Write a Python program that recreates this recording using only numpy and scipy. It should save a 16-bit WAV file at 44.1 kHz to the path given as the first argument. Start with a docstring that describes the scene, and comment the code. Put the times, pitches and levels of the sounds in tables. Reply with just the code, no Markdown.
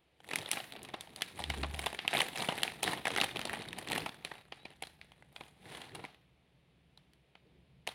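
"""Over a faint rumble and drone, hands work a foil-lined snack packet close by in a small room.
Small folds crackle over a fine crinkle, then creases snap as the film buckles; the hollow pouch colours them.
Each squeeze builds, holds and lets go, driving the crinkle and a soft rumble of skin; early on a low hum swells.
Film and corn rings then hiss as they slide, briefly at first; two faint squeaks follow, and a longer slide.
Snaps are noise bursts through resonances, crinkle is many decaying sines, the hum is a filtered pulse train."""
import sys
import numpy as np
from scipy import signal
from scipy.fft import rfft, irfft
from scipy.io import wavfile
from scipy.ndimage import map_coordinates

SR = 44100
rng = np.random.default_rng(int(sys.argv[2]) if len(sys.argv) > 2 else 0)


def master(y):
    """Save y as 16-bit WAV."""
    cut = np.clip(np.atleast_2d(y).T, -1, 1)
    pcm = np.round(cut * 32767)  # scale
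    wavfile.write(sys.argv[1], SR, pcm.astype(np.int16))


N = 350154

# room's low rumble and drone, gain over time: [t/s, level/dB]
RUMBLE_GAIN = [(.15, -7), (.35, -4), (5.1, 3), (6.25, -1), (7.1, 1.5), (7.33, -5.5), (7.55, 4.5)]
# spectral shape of the steady background: [f/Hz, relative density/dB per Hz]
FLOOR_SPECTRUM = [(20, -22), (65, 5), (95, -4.5), (140, 8), (220, -3.5), (600, -8), (1400, -19),
                  (2300, -13), (3600, -16), (6000, -33.5), (8200, -36), (9500, -28), (11500, -38),
                  (16000, -38.5)]
# partials of the wavering drone: [mean f/Hz, relative level/dB]
DRONE_PARTIALS = [(68, -75.5), (130, -77), (175, -78)]
# light handling between squeezes: [t/s, relative level/dB]
GRIP_LEVEL = [(.14, -93), (.28, -60.5), (1.1, -60), (1.6, -59), (2.7, -53.5), (3.9, -51.5), (4.45, -73),
              (5.5, -73.5), (5.68, -57.5), (5.88, -56.5), (6.22, -89.5)]
# squeezes and shakes: [start t/s, length t/s, relative crinkle level/dB, relative skin rumble level/dB]
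SQUEEZE_EVENTS = [(0.319, 0.08, -47.5, -51.5), (0.462, .13, -46.5, -80), (0.745, 0.12, -53, -59.5),
                  (1.377, 0.039, -50, -55.5), (1.489, 0.14, -49.5, -49), (1.718, 0.15, -48.5, -68),
                  (2.147, 0.069, -37.5, -50), (2.375, 0.064, -39, -51), (2.561, 0.1, -44, -53),
                  (2.875, 0.045, -38, -45), (3.123, 0.12, -41.5, -46), (3.402, .21, -46.5, -50.5),
                  (3.76, 0.05, -52.5, -49), (3.905, .06, -40.5, -46.5), (3.974, .02, -54, -46),
                  (4.266, 0.11, -55.5, -77), (4.54, 0.19, -63, -69), (5.357, 0.1, -61, -70),
                  (5.697, 0.12, -50, -54), (5.945, 0.045, -57, -48.5), (7.443, .15, -82.5, -66.5)]
# spectral shape of skin rubbing on the packet: [f/Hz, relative density/dB per Hz]
SKIN_SPECTRUM = [(20, -29.5), (60, -10), (95, -4.5), (150, -0.5), (230, -4), (450, -5), (900, -34.5),
                 (3000, -62)]
# spectral shape of the film: [f/Hz, relative density/dB per Hz]
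FILM_SPECTRUM = [(55, -36.5), (150, -8), (550, -6.5), (780, 0.5), (1100, -6), (1500, -5.5), (1900, -1),
                 (2800, -4.5), (3900, -4), (5200, -14.5), (6800, -17), (8300, -14.5), (9600, -7.5),
                 (12000, -18.5), (16000, -26.5)]
# treble of the crinkle over time: [t/s, relative level/dB]
TREBLE_LEVEL = [(0.2, -6), (0.76, -31), (1.2, -10.5), (2.24, -11), (3.98, -20.5), (4.79, -13), (5.47, -9.5),
                (6.2, -22.5)]
# film sliding instead of buckling: [t/s, relative hiss gain/1]
SLIDE_GAIN = [(2.85, .39), (2.9, 1.4), (2.98, .39), (5.5, 0.39), (5.62, 1.5), (5.97, 0.9)]
# small folds that give way facet by facet: [t/s, relative level/dB]
FOLD_EVENTS = [(0.2034, -55), (0.2442, -53.5), (0.289, -44), (0.3125, -36), (0.3866, -38), (0.4155, -45),
               (0.4592, -48), (0.4896, -41), (0.6413, -47), (0.736, -48), (0.7634, -46), (0.8495, -46),
               (1.2096, -43.5), (1.4215, -45), (1.744, -40), (1.8261, -45), (1.9289, -39), (1.947, -38.5),
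               (2.1371, -31), (2.1555, -34.5), (2.1684, -35.5), (2.1797, -33), (2.1896, -32),
               (2.2849, -39.5), (2.357, -43), (2.3828, -39.5), (2.4224, -32.5), (2.5963, -47), (2.827, -44),
               (2.8479, -36), (2.8908, -45), (3.08, -33), (3.1043, -34.5), (3.1185, -42), (3.1502, -40),
               (3.163, -29.5), (3.176, -33), (3.1826, -30.5), (3.2014, -30), (3.221, -33), (3.2355, -31),
               (3.312, -43.5), (3.393, -35), (3.415, -37.5), (3.4536, -34.5), (3.4817, -49), (3.4961, -35),
               (3.5315, -36), (3.537, -34), (3.6214, -44), (3.6864, -42), (3.8264, -45.5), (3.8737, -40.5),
               (3.8863, -40), (3.9006, -40), (3.9313, -31), (3.953, -36), (3.9601, -32), (4.0037, -43.5),
               (4.0922, -40.5), (4.1441, -51.5), (4.836, -41), (5.1192, -54.5), (5.2243, -53.5),
               (5.3625, -42.5), (5.719, -67), (5.7498, -43.5), (5.955, -44.5), (6.1457, -57.5),
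               (7.869, -45.5)]
# buckling creases: [t/s, relative level/dB, panel f/Hz, relative pouch level/dB, relative tick level/dB]
CREASE_EVENTS = [(0.335, -33, 2526, -4.5, -10), (0.3584, -29, 2367, -12, -1), (0.515, -31, 2960, -17, 6.5),
                 (0.532, -35, 2914, -6.5, -5), (0.5715, -35, 2360, -2.5, -29),
                 (0.602, -41, 2900, -2.5, -33), (0.723, -43.5, 3950, -13, -8), (0.831, -63, 2640, -4, 18.5),
                 (0.9401, -38.5, 2800, 3, -19.5), (1.0092, -42.5, 3260, -12, 0.5),
                 (1.1614, -45.5, 3150, -12, 1.5), (1.2207, -28, 3280, -13.5, -6),
                 (1.4398, -33, 3600, -12, -13), (1.5011, -30, 3000, -6.5, -12),
                 (1.5391, -44.5, 2280, 4, -26), (1.6336, -33.5, 2420, 0.5, -24),
                 (1.6453, -40.5, 2180, 4, -33), (1.7927, -35, 2630, -7, -2.5),
                 (1.8611, -33, 2750, -4.5, -3.5), (1.8668, -32, 3270, 1, -11),
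                 (1.9904, -32.5, 2450, -10, -28), (2.0497, -43.5, 2280, 4, -23),
                 (2.0789, -24, 2620, -15.5, -14), (2.1314, -32, 2600, -2.5, -27),
                 (2.1492, -32, 2222, -0.5, -33), (2.2046, -25, 2950, -5, -12),
                 (2.217, -28, 2310, -11, -3.5), (2.488, -29, 2860, 2, -15.5),
                 (2.523, -38, 2890.0, 3.5, -11), (2.633, -24.5, 3130, -13, -5.5),
                 (2.8307, -30.5, 2520, -3.5, 2), (2.8401, -33, 3370, -10, -2), (2.933, -34, 1900, 2, -6.5),
                 (3.0544, -30, 2270, -3, -12), (3.0704, -28.5, 1740, -5, -13.5),
                 (3.214, -23.5, 2730, -14.5, -12), (3.2421, -31.5, 3140, -3.5, -1.5),
                 (3.36, -35.5, 2420, -2, -14), (3.37, -35.5, 3050, -13, -11), (3.73, -38.5, 2570, -11, -10),
                 (3.786, -40.5, 2900, -0.5, 1.5), (3.919, -32.5, 2468, -12, -5),
                 (3.9791, -33.5, 2880, -0.5, -2.5), (4.0616, -36, 2460, 3, -9.5),
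                 (4.2494, -35, 3400, -7.5, -6.5), (4.316, -41, 2070, 0.5, -31),
                 (4.523, -40.5, 2950, -3, -24), (4.654, -42, 2460, -3, -22), (4.8237, -39, 2380, -1, -1.5),
                 (4.871, -49.5, 4020, -7.5, -5), (5.0142, -46.5, 2300, -14.5, -20),
                 (5.409, -44.5, 2180, 0.5, -20), (5.95, -46, 2810, 0, -0.5), (5.9932, -54, 2075, 9, -11),
                 (6.04, -46, 2140, 5.5, -15), (6.0509, -41.5, 2400, -16, -14.5),
                 (6.9754, -55, 3620, -8.5, -12), (7.1348, -65, 2980.0, -11.5, -3),
                 (7.3534, -54, 2200, -3, -28), (7.8743, -32.5, 2540, -4, -7), (7.8893, -41, 3270, -2, -9)]
# reverberation of the small room: [f/Hz, time to fall 60 dB t/s]
ROOM_DECAY = [(150, 0.28), (800, 0.45), (3000, 0.53), (9000, 0.4), (15000, 0.88)]
# gliding squeaks: [start t/s, held length t/s, first f/Hz, last f/Hz, amplitude level/dB]
SQUEAK_EVENTS = [(4.37, .05, 3850, 3800, -68.5), (4.59, .058, 3780, 4010, -65)]

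TOP_HZ, RUMBLE_HZ = 16000, 260  # upper band limit; edge between rumble and hiss
TIGHTEN_DB_PER_S, RELAX_DB_PER_S = 354.5, 167.5  # how fast a squeeze builds and lets go
POUCH_HZ, TICK_HZ = 1300, 5500  # edges between pouch, panel and tick
UNEVEN_DB = 2.6  # quick unevenness of the fingers' effort
POUCH_LIFE_S, PANEL_LIFE_S, TICK_LIFE_S = 0.001, 0.0007, 0.0005  # decay constants of the crinkle's grains
PANEL_SLIDE_DB = -1  # sliding hiss under the panel's facets
CREASE_SPREAD_DB = 4.5  # scatter of tiny facets in each part of their colour
MINOR_DB, MINOR_SPREAD_DB = -2, 2  # faint crackles: offset from the film's flex, and scatter
FACET_GAP_S, FACET_LOSS_DB = 0.0012, 4  # mean wait and level loss from one flip to the next
HOLLOW_HZ, FACET_HZ, CREASE_HZ = 480, 2800, 9500  # usual pitches: hollow behind a fold, facet, crease tick
FOLD_PITCH_SPREAD = .33  # log scatter of a fold's pitches
FACET_POUCH_DB, FACET_TICK_DB = 6, -6  # mean pouch and tick of a facet re the film's colour
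FOLD_POUCH_SPREAD_DB, FOLD_TICK_SPREAD_DB = 3, 2.5  # how folds differ in body and bite
LEAD = 256  # samples of creak before a flip
PANEL_SPLASH, PANEL_Q = 0.2, 8  # a panel's broad share beside its modes; their sharpness
CAVITY_Q = 10  # sharpness of the pouch's air resonance
SLIP_S, SLIP_GROWTH = 0.0017, 0.079  # slip time scale at 0 dB of pouch; its log growth per dB: big creases are slow
HUM_START_S, HUM_LENGTH_S, HUM_DB = 1.49, 0.27, -42  # the hum at full strength
HUM_HZ, HUM_DROP_HZ, HUM_GLIDE_S = 71.3, 22.44, 0.156  # mean final rate; initial excess; glide ending at the start
JUDDER_DB = 4  # unevenness of the hum's pulses


def amp(db):
    """Logarithmic level: decibels become an amplitude ratio."""
    return 10 ** (np.asarray(db) / 20)


def unit(x):
    """Normalization by power: x scaled to rms 1."""
    return x / np.sqrt(np.mean(x ** 2) + 1e-20)


def along(points, hz):
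    """Interpolation on a logarithmic frequency axis through (Hz, value) points."""
    f, v = np.transpose(points)
    return np.interp(np.log(hz + 1), np.log(f), v)


def curve(rows):
    """Linear interpolation in time: (s, value) rows as one value per sample."""
    return np.interp(np.arange(N) / SR, *np.transpose(rows))


def wobble(rate):
    """Band-limited fluctuation: a smooth curve through rate random knots a second."""
    knots = rng.standard_normal(int(N * rate / SR) + 4)
    return map_coordinates(knots, [np.arange(N) * rate / SR])


def coloured(x, gain, size=2048):
    """Minimum-phase filtering: x through the causal filter whose magnitude is gain(Hz)."""
    magnitude = np.maximum(gain(np.fft.rfftfreq(size, 1 / SR)), 1e-6)
    cepstrum = irfft(np.log(magnitude))
    # folding the cepstrum forward in time makes the response causal
    cepstrum[1:size // 2] *= 2
    cepstrum[size // 2 + 1:] = 0
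    response = irfft(np.exp(rfft(cepstrum)))
    return signal.oaconvolve(x, response)[:len(x)]


def below(hz, edge_hz, order=6):
    """Butterworth low-pass magnitude."""
    return 1 / np.sqrt(1 + (hz / edge_hz) ** (2 * order))


def peak(hz, centre_hz, q):
    """Simple resonance: magnitude near 1 at its centre, narrower for larger q."""
    return 1 / np.sqrt(1 + (q * (hz / centre_hz - centre_hz / (hz + 1))) ** 2)


def swell(start, length, rise, fall):
    """Exponential growth and decay: rise dB/s up to start, a hold of length seconds, then fall dB/s."""
    t = np.arange(N) / SR - start
    return amp(rise * np.minimum(t, 0) - fall * np.maximum(t - length, 0))


def background():
    """Stationary noise and slow modulation: rumble and drone swell together over microphone hiss."""
    drone = np.zeros(N)
    for hz, db in DRONE_PARTIALS:
        level = amp(db + 2.5 * wobble(4))
        wavering_hz = hz * (1 + 0.07 * wobble(2))
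        drone += level * np.sin(2 * np.pi * np.cumsum(wavering_hz) / SR)
    noise = coloured(rng.standard_normal(N), lambda hz: amp(along(FLOOR_SPECTRUM, hz)))
    steady = amp(-70.0) * unit(noise)
    rumble = irfft(rfft(steady) * below(np.fft.rfftfreq(N, 1 / SR), RUMBLE_HZ), N)
    hiss = steady - rumble
    return amp(curve(RUMBLE_GAIN)) * (drone + rumble) + hiss


def working():
    """Addition of powers: a light grip plus the squeezes flex the film and rub skin on it."""
    flex_power = amp(curve(GRIP_LEVEL)) ** 2
    rub_power = flex_power.copy()
    for start, length, crinkle_db, rumble_db in SQUEEZE_EVENTS:
        power = swell(start, length, TIGHTEN_DB_PER_S, RELAX_DB_PER_S) ** 2
        flex_power += amp(crinkle_db) ** 2 * power
        rub_power += amp(rumble_db) ** 2 * power
    return np.sqrt(flex_power), np.sqrt(rub_power)


def hands(pressure):
    """Frictional noise: dull uneven rubbing of skin, scaled by pressure."""
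    rub = unit(coloured(rng.standard_normal(N), lambda hz: amp(along(SKIN_SPECTRUM, hz))))
    return pressure * amp(-3.5 + 2.8 * wobble(33)) * rub


def film(hz):
    """Spectral division of the film's colour: hollow pouch, ringing panel, sharp tick of the crease."""
    low, high = below(hz, POUCH_HZ) ** 2, below(hz, TICK_HZ) ** 2
    return amp(along(FILM_SPECTRUM, hz)) * np.sqrt([low, (1 - low) * high, 1 - high])


def grains(starts, sizes, centre_hz, spread, life, size=320):
    """Damped free vibration: tiny facets of film ring briefly, each at its own pitch and strength."""
    t = np.arange(size) / SR
    scatter = np.exp(spread * rng.standard_normal((len(starts), 1)))
    hz = np.minimum(centre_hz * scatter, TOP_HZ)
    strength = sizes[:, None] * amp(CREASE_SPREAD_DB * rng.standard_normal(hz.shape))
    polarity = rng.choice([-1, 1], hz.shape)
    rings = strength * polarity * np.sin(2 * np.pi * hz * t) * np.exp(-t / life)
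    places = starts[:, None] + np.arange(size)
    return unit(np.bincount(places.ravel(), rings.ravel(), N)[:N])


def crinkle(flex, count=1900, order=3):
    """Random superposition: small creases flip a few facets over the hiss of sliding film and rings."""
    effort = flex * amp(-3.6 + UNEVEN_DB * wobble(110))
    crease_starts = rng.uniform(0, N, (count, 1))
    delays = rng.exponential(0.00088 * SR, (count, order))
    starts = (crease_starts + delays).astype(int).ravel()
    sizes = np.repeat(amp(6.3 * np.minimum(rng.exponential(size=count), 2.6)), order)

    def part(channel, facets, slide_db):
        """Power-weighted mixing of facets and sliding hiss in one part of the film's colour."""
        hiss = amp(slide_db) * curve(SLIDE_GAIN)
        tint = lambda x: unit(coloured(x, lambda hz: film(hz)[channel]))
        return (tint(facets) + hiss * tint(rng.standard_normal(N))) / np.hypot(1, hiss)

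    pouch_facets = grains(starts, sizes, centre_hz=667.5, spread=0.45, life=POUCH_LIFE_S)
    pouch = part(0, pouch_facets, slide_db=4.5)
    panel_facets = grains(starts, sizes, centre_hz=2950, spread=.4, life=PANEL_LIFE_S)
    panel = part(1, panel_facets, slide_db=PANEL_SLIDE_DB)
    tick_facets = grains(starts, sizes, centre_hz=9600, spread=0.34, life=TICK_LIFE_S)
    tick = part(2, tick_facets, slide_db=5.0)
    return effort * (amp(-2.5) * pouch + amp(-1.5) * panel + amp(curve(TREBLE_LEVEL) + 3.0) * tick)


def crackle(count=4, size=1024):
    """Successive buckling: a quick run of ever weaker flips, close in pitch, in one fold's body and bite."""
    t, out, start = np.arange(size) / SR, np.zeros(size), 0
    pitch_scatter = np.exp(FOLD_PITCH_SPREAD * rng.standard_normal(3))
    hollow_hz, fold_hz, crease_hz = np.array([HOLLOW_HZ, FACET_HZ, CREASE_HZ]) * pitch_scatter
    body = amp(FACET_POUCH_DB + FOLD_POUCH_SPREAD_DB * rng.standard_normal())
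    bite = amp(FACET_TICK_DB + FOLD_TICK_SPREAD_DB * rng.standard_normal())
    for k in range(count):
        detune = np.exp(.1 * rng.standard_normal())
        jolt = unit(rng.standard_normal(size) * np.exp(-t / 0.0005))

        def colour(hz):
            """Resonance of hollow, facet and crease, summed in magnitude."""
            pouch = body * (.5 + peak(hz, hollow_hz * detune, q=3.8))
            panel = .5 + 3 * peak(hz, fold_hz * detune, PANEL_Q)
            tick = bite * (.5 + 2 * peak(hz, crease_hz * detune, PANEL_Q))
            return np.sum(film(hz) * [pouch, panel, tick], axis=0)

        flip = unit(coloured(jolt, colour, size=512))
        out[start:] += amp(-FACET_LOSS_DB * k) * flip[:size - start]
        start += round(FACET_GAP_S * SR * (.5 + rng.random()))
    return unit(out)


def faint_crackles(flex, count=170):
    """Stochastic excitation: (s, dB) rows of crackles, denser and louder the harder the film is worked."""
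    chance = np.cumsum(np.sqrt(flex))
    quantiles = (np.arange(count) + rng.random(count)) / count
    at = np.searchsorted(chance, chance[-1] * quantiles)
    db = 20 * np.log10(flex[at]) + MINOR_DB + MINOR_SPREAD_DB * rng.standard_normal(count)
    return np.transpose([at / SR, db])


def crackles(flex):
    """Linear superposition of all the small folds, clear and faint."""
    out = np.zeros(N + SR)
    for s, db in [*FOLD_EVENTS, *faint_crackles(flex)]:
        one = crackle()
        out[round(s * SR):][:len(one)] += amp(db - 6.5) * one
    return out[:N]


def snap(panel_hz, pouch_db, tick_db, slip, size=2048):
    """Snap-through buckling: a crease creaks and flips, heard straight ahead and broader into the room."""
    t = (np.arange(size) - LEAD) / SR
    slips = rng.standard_normal(size) * amp(3.87 * rng.standard_normal(size))
    slip = max(slip, 1e-4)
    # strain builds just before the flip
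    creak = amp(-4.0) * np.exp(-abs(t) / (0.0005 + .5 * slip))
    run = slips * np.where(t < 0, creak, np.exp(-abs(t) / (1.72 * slip)))
    # the sheet shivers on after it
    flutter = rng.standard_normal(size) * np.exp(-abs(t) / 0.0074) * (t >= 0)
    drive = run / np.linalg.norm(run) + amp(-8.5) * flutter / np.linalg.norm(flutter)
    # quick flips have one strong clean jolt
    drive[LEAD] += rng.choice([-1, 1]) * 2.6 * np.exp(-slip / 0.00065)

    cavity_hz = 770 * np.exp(0.1 * rng.standard_normal())  # the pouch keeps changing shape
    crease_hz = CREASE_HZ * np.exp(0.17 * rng.standard_normal())
    other_hz = panel_hz * 2 ** rng.uniform(-1.1, 1)  # the panel's second mode
    modes = lambda hz: peak(hz, panel_hz, PANEL_Q) + .5 * peak(hz, other_hz, PANEL_Q)
    pouch = coloured(drive, lambda hz: film(hz)[0] * (13.0 + peak(hz, cavity_hz, CAVITY_Q)))
    panel = coloured(drive, lambda hz: film(hz)[1] * (PANEL_SPLASH + modes(hz)))
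    tick = coloured(drive, lambda hz: film(hz)[2] * (2.0 + peak(hz, crease_hz, q=22)))
    # heard from all sides, no one resonance stands out
    impulse = 1.0 * (t == 0)
    broad = [unit(coloured(impulse, lambda hz: film(hz)[k])) for k in range(3)]
    shares = amp([pouch_db + 0.3, 0, tick_db - 3.14])
    return shares @ np.array([[unit(pouch), unit(panel), unit(tick)], broad])


def snaps():
    """Linear superposition of creases, each with its own panel: direct sound and sound sent into the room."""
    out = np.zeros((2, N + SR))
    for s, db, panel_hz, pouch_db, tick_db in CREASE_EVENTS:
        slip = SLIP_S * np.exp(SLIP_GROWTH * pouch_db)
        one = snap(panel_hz, pouch_db, tick_db, slip)
        start = round(s * SR) - LEAD
        out[:, start:start + one.shape[1]] += amp(db - 10.0) * one
    return out[:, :N]


def room(x):
    """Diffuse reverberation: a flickering noise tail that changes every half second as the packet moves."""
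    hop = SR // 2
    padded, out = np.pad(x, (hop, 2 * hop)), np.zeros(N + 5 * hop)
    for start in range(0, N + hop, hop):
        hz, t, z = signal.stft(rng.standard_normal(hop), SR, nperseg=256)
        fall = amp(-60 * t / along(ROOM_DECAY, hz)[:, None]) * (1 - np.exp(-t / 0.001))
        tail = signal.istft(z * fall, SR, nperseg=256)[1]
        # overlapping triangles crossfade from tail to tail
        stretch = padded[start:start + 2 * hop] * np.bartlett(2 * hop)
        answer = signal.fftconvolve(stretch, tail / np.linalg.norm(tail))
        out[start:start + len(answer)] += answer
    return out[hop:hop + N] * amp(2 * wobble(130))


def hum():
    """Pulse excitation of a resonator: a low judder sinks to about seventy pulses a second."""
    early = np.clip((HUM_START_S - np.arange(N) / SR) / HUM_GLIDE_S, 0, 1)
    cycles = np.cumsum(HUM_HZ + HUM_DROP_HZ * early + 2.5 * wobble(25.09)) / SR
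    pulses = np.diff(np.floor(cycles), prepend=0) * amp(JUDDER_DB * wobble(65))
    dull = lambda hz: peak(hz, 73, q=2.5) * below(hz, 300, order=3)
    tone = unit(coloured(pulses, dull, size=8192))
    return amp(HUM_DB) * swell(HUM_START_S, HUM_LENGTH_S, rise=150, fall=130) * tone


def squeaks():
    """Frequency glide: thin sliding tones, perhaps film dragging on film."""
    out = np.zeros(N)
    for start, length, first_hz, last_hz, db in SQUEAK_EVENTS:
        hz = curve([(start, first_hz), (start + length, last_hz)]) + 22 * wobble(300)
        tone = np.sin(2 * np.pi * np.cumsum(hz) / SR)
        out += amp(db) * swell(start, length, rise=870, fall=690) * tone
    return out


def scene(size=256):
    """Superposition and scattering: all is centred but the treble, which hands and room spread a little."""
    flex, pressure = working()
    buckling = flex / np.hypot(1, .5 * curve(SLIDE_GAIN))  # sliding film buckles less
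    direct, radiated = snaps() + crackles(buckling) + crinkle(flex)
    mid = direct + amp(-9.0) * room(radiated) + hands(pressure) + squeaks() + hum() + background()
    scatter = unit(rng.standard_normal(size) * np.linspace(1, 0, size)) / np.sqrt(size)
    treble = coloured(mid, lambda hz: 1 - below(hz, 4900, order=12))
    side = amp(-12.5) * signal.oaconvolve(treble, scatter)[:N]
    return np.array([mid + side, mid - side])


def record(dry):
    """Band limitation: a steep low-pass leaves almost nothing above TOP_HZ."""
    return irfft(rfft(dry) * below(np.fft.rfftfreq(N, 1 / SR), TOP_HZ, order=70), N)


dry = scene()
out = record(dry)
master(out)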